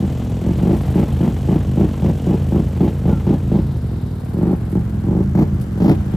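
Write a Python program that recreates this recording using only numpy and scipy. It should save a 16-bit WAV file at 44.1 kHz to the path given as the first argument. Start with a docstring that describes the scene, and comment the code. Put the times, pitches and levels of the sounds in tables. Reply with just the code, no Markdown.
"""Hard exhaust barks in quick bursts: a V-twin quad, deep in a mud hole in an open field, is blipped again and again.
Each blip, a quick stab or one whose effort builds up, fires two uneven cylinders hard; then the engine coasts down.
Its wheels churn muddy water: shaped noise for churn, spray and slosh, with single blobs and clods.
Farther off a second quad drones in even pulses and fades; close by and to the side a third ticks over.
Tyres brush past through grass, a squeak falls once, and the field returns a faint, dull tail."""
import sys
import numpy as np
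from scipy import signal
from scipy.fft import rfft, irfft
from scipy.io import wavfile

SR = 44100
rng = np.random.default_rng(int(sys.argv[2]) if len(sys.argv) > 2 else 0)


def generate_wav(signal):
    """Clip the signal to [-1, 1] and save it as 16-bit WAV at the path in sys.argv[1]."""
    frames = np.transpose(np.atleast_2d(signal))
    scaled = np.clip(frames, -1, 1) * 32767
    pcm = np.round(scaled).astype(np.int16)
    wavfile.write(sys.argv[1], SR, pcm)


N = 271813
TIME = np.arange(N) / SR

# All colours are relative spectra. Each row: frequency in Hz, gain in dB.
# Far off: the droning quad.
FAR_COLOUR = [(60, -40), (150, 2), (240, 15), (330, -0.5), (450, 2.5), (520, -2), (750, -11.5),
              (1200, -39.5), (2000, -27), (3000, -29.5), (5000, -52), (16000, -71)]
# On the ground: tyres in grass, wheels churning, fine spray, waves sloshing.
GRASS_COLOUR = [(200, -12), (950, 12), (1400, -9), (2500, -22), (3750, 0), (5600, -11), (7000, -22),
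                (16000, -27)]
CHURN_COLOUR = [(40, 13.5), (150, -5), (400, 10), (800, 12.5), (1400, 1.5), (2000, -1.5), (3000, -5),
                (4200, -8.5), (6000, -56), (16000, -18)]
SPRAY_COLOUR = [(1500, -14), (3000, 6.5), (4500, -4.5), (6000, -1), (8200, -2), (9500, -28), (15000, -33)]
SLOSH_COLOUR = [(100, -8), (400, 12), (800, 4.5), (1100, 1), (1450, 1.5), (2200, -9.5), (2900, -27),
                (16000, -43)]
# Close by: valve ticks, a colour the slapping clods share.
TICK_COLOUR = [(500, 25.5), (1500, 7), (3000, 6.5), (4500, 9.5), (6500, 3.5), (8500, 9), (11000, 11),
               (14300, 8.5), (16000, 9.5)]
# In the mud hole: the thud of every firing, the bark of hard ones, gas growling in the pipe and rasping at its mouth.
THUD_COLOUR = [(25, -62), (42, -15.5), (55, -4.5), (80, 2), (105, 0), (135, 0), (165, -7), (200, -5.5),
               (260, -18), (380, -19.5), (550, -40.5), (1000, -48), (2500, -60), (16000, -107)]
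BARK_COLOUR = [(40, -36.5), (90, -11), (125, -0.5), (180, 6.5), (270, -9.5), (345, -3), (430, -17.5),
               (495, -20), (570, -16), (680, -27), (820, -23.5), (1250, -42), (2500, -72.5), (16000, -108)]
GROWL_COLOUR = [(60, -21), (150, 5), (320, 5), (430, 0.5), (500, -15), (570, -4.5), (680, -19), (800, -8),
                (1050, -18.5), (1400, -23.5), (3000, -41), (16000, -74)]
RASP_COLOUR = [(80, -26), (250, -30), (450, 16.5), (850, 6), (1300, -4.5), (2500, -0.5), (5000, -11),
               (10000, -19.5), (16000, -9)]

# The farther quad. Each row: time in seconds, firings per second.
FAR_SPEED = [(0.0, 40.2), (1.34, 46.2), (2.51, 44.7), (2.69, 45.8), (3.31, 43.8), (3.7, 40.5)]
# The quad ticking over close by. Each row: time in seconds, strong ticks per second, level in dB before tick_db.
TICKING = [(0.0, 16.9, -58), (0.36, 17.3, -59), (0.86, 22.2, -55), (1.17, 23.8, -57), (1.66, 23.8, -60),
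           (2.33, 23.9, -59), (3.29, 22.4, -61), (3.74, 19.8, -62), (4.03, 20.9, -63), (4.32, 22.6, -61),
           (4.65, 21.7, -62), (5.2, 16.6, -63), (5.58, 16.0, -62), (6.16, 19.2, -61)]
# Muddy water at the wheels. Each row: time in seconds, level in dB before the gain of each layer.
CHURN = [(0.0, -46.5), (0.93, -46.5), (3.19, -51.5), (4.1, -58.5), (4.63, -51.5), (5.68, -58),
         (6.16, -48.5)]
# Fine spray above the wheels. Each row: time in seconds, level in dB before spray_db.
SPRAY = [(0.0, -49), (0.98, -65), (1.78, -94), (2.43, -78), (3.24, -52.5), (3.93, -60.5), (6.16, -51)]
# Clods of mud slapping down. Each row: time in seconds, relative strength in dB.
SLAPS = [(2.4849, -36), (4.7147, -34), (5.61, -28)]
# A falling squeak, perhaps the drive belt. One row: start in seconds, length in seconds, first Hz, last Hz,
# peak level in dB.
SQUEAK = (3.07, .15, 1560, 1330, -42)
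# Quick stabs of the throttle, wide open at once. Each row: first firing in seconds, effort in dB.
STABS = [(.956, 3), (1.206, 2), (1.487, 2), (1.773, 1.5), (2.023, 2), (2.270, 1.5), (2.522, 1),
         (2.806, 2.5), (3.055, 2), (3.268, 2), (3.517, 1.5), (5.351, 3.5), (6.138, -0.5)]
# Blips of varied length, .04 to .19 s, the effort building up; the one at 0 is the end of a quick stab.
# Each row: first firing in seconds, length in seconds, top speed in cycles per second, top effort in dB.
BUILDING_BLIPS = [(0, .04, 29, -3), (.42, .09, 24.5, -1.5), (.586, .175, 29.8, 1.8),
                  (4.342, .192, 27.5, .8), (4.728, .046, 26, -1), (5.04, .18, 27.7, 0),
                  (5.776, .14, 31.3, 5)]
# The microphone pair. Each row: time in seconds, zoom from 0 to 1 that narrows the pair to one beam,
# milliseconds by which the stuck quad reaches the right microphone later.
MICROPHONES = [(0, 0.69, 0.47), (3.5, 0.77, 0.3), (3.9, 0.32, 0.087), (6.16, 0.22, .2)]

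# tyres through the grass: nearest at (s), half duration (s), peak of the swell (dB)
PASS_S, PASS_WIDTH_S, PASS_DB = 3.93, 0.45, -48
# the farther quad's pulses hold this level (dB) until it drives off (s), then fade (dB per s)
FAR_DB, FAR_LEAVES_S, FAR_FADE_DB_PER_S = -28.5, 2.37, 4
# the slosh (dB at the start) grows as the waves spread into the grass (dB per s)
SLOSH_DB, SLOSH_GROWTH_DB_PER_S = -48.5, 1.5
# cycles per s towards which the shut engine falls, before the coast is trimmed to whole cycles; time constant (s)
IDLE, COAST_S = 16.8, .3
# share of a cycle by which the second cylinder follows the first
SECOND_CYLINDER = .59
# a stab: length (s), first and last speed (cycles per s), stumble of its fourth firing (dB)
STAB_S, STAB_FROM, STAB_TO, STUMBLE_DB = .075, 24.6, 32.4, -4
# a building blip: first speed (cycles per s), first effort (dB), power of the curve on which effort levels off
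BUILD_FROM, BUILD_START_DB, BUILD_EASE = 21.5, -6, 2.9
# time constant of the throttle closing (s)
SHUT_S = 0.0049
# gas strength: dB for each dB of a blip's last effort relative to RASP_FROM_DB
RASP_PER_DB, RASP_FROM_DB = 1.04, 2.2
# the low thud (dB) weakens below THUD_FULL cycles per s, by so many dB for each cycle per s
THUD_DB, THUD_FULL, THUD_SAG_DB = -19.5, 21.7, 0.87
# late on, each firing rings the pipe: from (s), pitch (Hz), decay (s), gain (dB)
RING_FROM_S, RING_HZ, RING_S, RING_DB = 4.7, 201, 0.029, -26
# upper band limit (Hz)
EDGE_HZ = 15500


def amp(db):
    """Decibels to gain."""
    return 10 ** (np.asarray(db) / 20)


def unit(x):
    """Scales to rms 1."""
    return x / np.sqrt(np.mean(x ** 2) + 1e-20)


def curves(rows):
    """Each column after the time in a table, joined by straight lines sample by sample."""
    s, *columns = np.transpose(rows)
    return [np.interp(TIME, s, c) for c in columns]


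def read(points, hz):
    """A spectrum joined by straight lines on a log-frequency axis."""
    f, value = np.transpose(points)
    return np.interp(np.log(hz + 1), np.log(f + 1), value)


def drift(rate_hz):
    """Random wandering of rms 1, mostly slower than rate_hz."""
    spectrum = rfft(rng.standard_normal(N))
    slow = spectrum / (1 + (np.fft.rfftfreq(N, 1 / SR) / rate_hz) ** 4)
    return unit(irfft(slow, N))


def colour(x, points, sweep_s=0., sweep_hz=200., size=4096):
    """Causal filter of the given spectrum; below sweep_hz it lags by up to sweep_s, so a pulse chirps down."""
    hz = np.fft.fftfreq(size, 1 / SR)
    log_gain = np.log(amp(read(points, abs(hz))))
    # the phase whose slope is the lag, brought to zero at the top of the band
    bend = 1 - np.exp(-abs(hz) / sweep_hz) - abs(hz) / (SR / 2)
    lag = 2 * np.pi * np.sign(hz) * sweep_s * sweep_hz * bend
    minimum_phase = np.conj(signal.hilbert(log_gain))
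    response = np.fft.ifft(np.exp(minimum_phase - 1j * lag)).real
    return signal.oaconvolve(x, response)[:N]


def beats(turns):
    """A click each time the turn count passes a whole number."""
    return np.diff(np.floor(turns), prepend=-1).clip(0, 1)


def fade(clicks, decay_s):
    """Each click becomes a dying envelope."""
    return signal.lfilter([1], [1, -np.exp(-1 / (decay_s * SR))], clicks)


def later(x, ms):
    """Delays by a time that may drift."""
    return np.interp(TIME - ms / 1000, TIME, x)


def hiss(envelope, points):
    """Coloured noise of rms 1 under an envelope."""
    return unit(colour(envelope * rng.standard_normal(N), points))


def wide_hiss(envelope, points):
    """The same from all around: unrelated at the two microphones."""
    return np.array([hiss(envelope, points), hiss(envelope, points)])


def field(x, t60=0.19, size=16000):
    """Grass and the tree line scatter back a dull tail of sparse, dying reflections."""
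    sparse = rng.standard_normal((2, size)) * (rng.random((2, size)) < .03)
    taps = sparse * amp(-60 * TIME[:size] / t60)
    taps /= np.linalg.norm(taps, axis=1, keepdims=True)
    dull = signal.butter(1, [350, 3000], "bandpass", fs=SR, output="sos")
    return signal.oaconvolve(x, signal.sosfilt(dull, taps), axes=1)[:, :N]


def far_quad(puff_s=0.014, tear_db=-23.0):
    """Farther off, a single cylinder gives even pulses, each with a puff of gas and a tearing edge."""
    firings = beats(np.cumsum(curves(FAR_SPEED)[0]) / SR) * amp(.8 * drift(30))
    level = amp(FAR_DB - FAR_FADE_DB_PER_S * np.maximum(TIME - FAR_LEAVES_S, 0))
    puff = fade(fade(firings, puff_s), 0.00055)
    pulses = unit(colour(firings, FAR_COLOUR, 0.0059, 1467.0))
    gas = amp(-12) * wide_hiss(puff, FAR_COLOUR)
    # scaled by the level here and again below, the tear dies away faster than the pulses
    tear = amp(tear_db) * level / level.max() * hiss(puff, SPRAY_COLOUR)
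    return level * (pulses + gas + tear)


def grass():
    """A swish of noise that swells and fades as the tyres go by."""
    swell = amp(PASS_DB) / (1 + ((TIME - PASS_S) / PASS_WIDTH_S) ** 2)
    return swell * wide_hiss(amp(1.6 * drift(80)), GRASS_COLOUR)


def near_quad(tick_db=12.5, second_tick_db=-22.0, tick_s=0.012, whirr_db=1.5):
    """Close by, valve gear ticks strongly once a cycle and weakly in between, over a steady whirr."""
    rate, level_db = curves(TICKING)
    turns = np.cumsum(rate) / SR
    ticks = beats(turns) + amp(second_tick_db) * beats(turns - .5)
    ticking = unit(fade(fade(ticks * amp(1.2 * drift(32)), tick_s), .0032))
    sound = amp(level_db + tick_db) * hiss(ticking + amp(whirr_db), TICK_COLOUR)
    # from far to the side: the right microphone gets it 14 samples early and in opposite phase
    return np.array([np.roll(sound, 14), -sound])


def water(churn_db=6.5, spray_db=-3.0, lumps_db=2.5, drops_db=2.0, slop_db=0.5, slap_db=-62.0):
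    """Lumpy churning at the wheels, finer spray above it, waves sloshing into the grass, a few falling clods."""
    churn = amp(curves(CHURN)[0] + churn_db)
    spray = amp(curves(SPRAY)[0] + spray_db)
    slosh = amp(SLOSH_DB + SLOSH_GROWTH_DB_PER_S * TIME)
    out = churn * wide_hiss(amp(lumps_db * drift(40)), CHURN_COLOUR)
    out += spray * wide_hiss(amp(drops_db * drift(250)), SPRAY_COLOUR)
    out += slosh * wide_hiss(amp(slop_db * drift(60)), SLOSH_COLOUR)
    clods = np.zeros(N)
    for s, db in SLAPS:
        clods[int(s * SR)] = amp(db)
    slaps = fade(fade(clods, 0.016), 0.0015)
    return out + amp(slap_db) * wide_hiss(slaps, TICK_COLOUR)


def spatter(per_s=45, spatter_db=2.5):
    """Single blobs of mud land at random, most small and a few large, their level following the churning."""
    sizes = amp(4 * np.minimum(rng.exponential(1, N), 3))
    landings = sizes * (rng.random(N) < per_s / SR)
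    blobs = fade(fade(landings, .005), .0008)
    return amp(curves(CHURN)[0] + spatter_db) * wide_hiss(blobs, CHURN_COLOUR)


def squeak(s, length, first_hz, last_hz, db, waver=0.018):
    """An unsteady tone that drops quickly and settles."""
    u = np.clip((TIME - s) / length, 0, 1)
    glide = last_hz + (first_hz - last_hz) * (1 - u) ** 2
    hz = glide * (1 + waver * drift(120))
    return amp(db) * np.sin(np.pi * u) * np.sin(2 * np.pi * np.cumsum(hz) / SR)


def stab(s, effort_db):
    """Full effort at once, but for a stumble in the second cycle; gives start, speed, effort dB."""
    speed = np.linspace(STAB_FROM, STAB_TO, int(STAB_S * SR))
    stumbles = abs(np.cumsum(speed) / SR - 1 - SECOND_CYLINDER) < 1 / 4
    return s, speed, effort_db + STUMBLE_DB * stumbles


def building_blip(s, length, top, effort_db):
    """Speed climbs steadily while the effort builds and levels off; gives start, speed, effort dB."""
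    left = np.linspace(1, 0, int(length * SR))
    speed = top + (BUILD_FROM - top) * left
    return s, speed, effort_db + (BUILD_START_DB - effort_db) * left ** BUILD_EASE


def crank():
    """The engine speeds up in each blip and coasts after it; gives turns, speed, throttle effort and rasp."""
    blips = [stab(*row) for row in STABS] + [building_blip(*row) for row in BUILDING_BLIPS]
    blips.sort(key=lambda blip: blip[0])
    starts = [max(int(blip[0] * SR), 0) for blip in blips]
    ends = starts[1:] + [N + SR]
    speed, effort, rasp = np.zeros((3, N + SR))
    for at, end, (s, climb, effort_db) in zip(starts, ends, blips):
        t = TIME[:end - at - len(climb)]
        coast = IDLE + (climb[-1] - IDLE) * np.exp(-t / COAST_S)
        # the coast ends on a whole cycle, so every blip opens on a firing of the first cylinder
        cycles = (climb.sum() + coast.sum()) / SR
        coast = coast * (np.round(cycles) * SR - climb.sum()) / coast.sum()
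        closing = amp(effort_db[-1]) * np.exp(-t / SHUT_S)
        speed[at:end] = np.concatenate([climb, coast])
        effort[at:end] = np.concatenate([amp(effort_db), closing])
        rasp[at:end] = amp(RASP_PER_DB * (effort_db[-1] - RASP_FROM_DB))
    # a hair under whole turns, so that rounding does not shift a firing
    turns = np.cumsum(speed[:N]) / SR - 1e-6
    return turns, speed[:N], effort[:N], rasp[:N]


def stuck_quad(bark_db=-19.5, growl_db=-25.5, rasp_db=-44.5, second_db=-1.0, sweep_s=.013, sweep_hz=180.2):
    """Two cylinders fire at uneven spacing into a half-drowned exhaust, whose low notes leave last."""
    turns, speed, effort, rasp = crank()
    firings = beats(turns) + amp(second_db) * beats(turns - SECOND_CYLINDER)
    firings = firings * amp(1.1 * drift(40))
    level = amp(THUD_DB - THUD_SAG_DB * np.maximum(THUD_FULL - speed, 0))
    # the charge burns unevenly, and the thud sputters
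    sputter = amp(1.8 * drift(18))
    thud = level * unit(colour(firings * sputter, THUD_COLOUR, sweep_s, sweep_hz))
    hard = firings * effort
    bark = amp(bark_db) * unit(colour(hard, BARK_COLOUR, sweep_s, sweep_hz))
    # turbulent gas follows each hard firing: it growls in the pipe and rasps at its mouth
    puff = fade(fade(hard * rasp, 0.011), 0.0022)
    growl = amp(growl_db) * hiss(puff, GROWL_COLOUR)
    mouth = amp(rasp_db) * hiss(puff * rasp, RASP_COLOUR)
    # every firing bubbles up through the water
    burble = amp(-27) * hiss(fade(firings * level, .025), THUD_COLOUR)
    note = np.exp(-TIME[:SR] / RING_S) * np.cos(2 * np.pi * RING_HZ * TIME[:SR])
    ring = amp(RING_DB) * signal.oaconvolve(firings * (TIME > RING_FROM_S), note)[:N]
    pipe = thud + bark + growl + mouth + burble + ring
    right_delay_ms = curves(MICROPHONES)[1]
    return np.array([pipe, later(pipe, right_delay_ms)])


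def scene():
    """Three quads, the water and the grass in the open field, which echoes the stuck and the farther quad."""
    engines = far_quad() + stuck_quad()
    echo = amp(-10) * field(engines)
    return engines + echo + grass() + near_quad() + water() + spatter() + squeak(*SQUEAK)


def record(dry, ceiling=0.72):
    """Zoom draws the pair towards one beam below 9 kHz; peaks are rounded off; then the band limit."""
    left, right = dry
    apart = signal.oaconvolve(left - right, signal.firwin(255, 9000, fs=SR), "same")
    zoom = np.clip(curves(MICROPHONES)[0], 0, 1)
    pair = np.array([left, right + zoom * apart])
    rounded = pair / (1 + (pair / ceiling) ** 4) ** (1 / 4)
    # very short fades at both ends
    rounded = rounded * signal.windows.tukey(N, .002)
    band = signal.firwin(511, EDGE_HZ, window=("kaiser", 9), fs=SR)
    return signal.oaconvolve(rounded, band[None], "same", axes=1)


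dry = scene()
out = record(dry)
generate_wav(out)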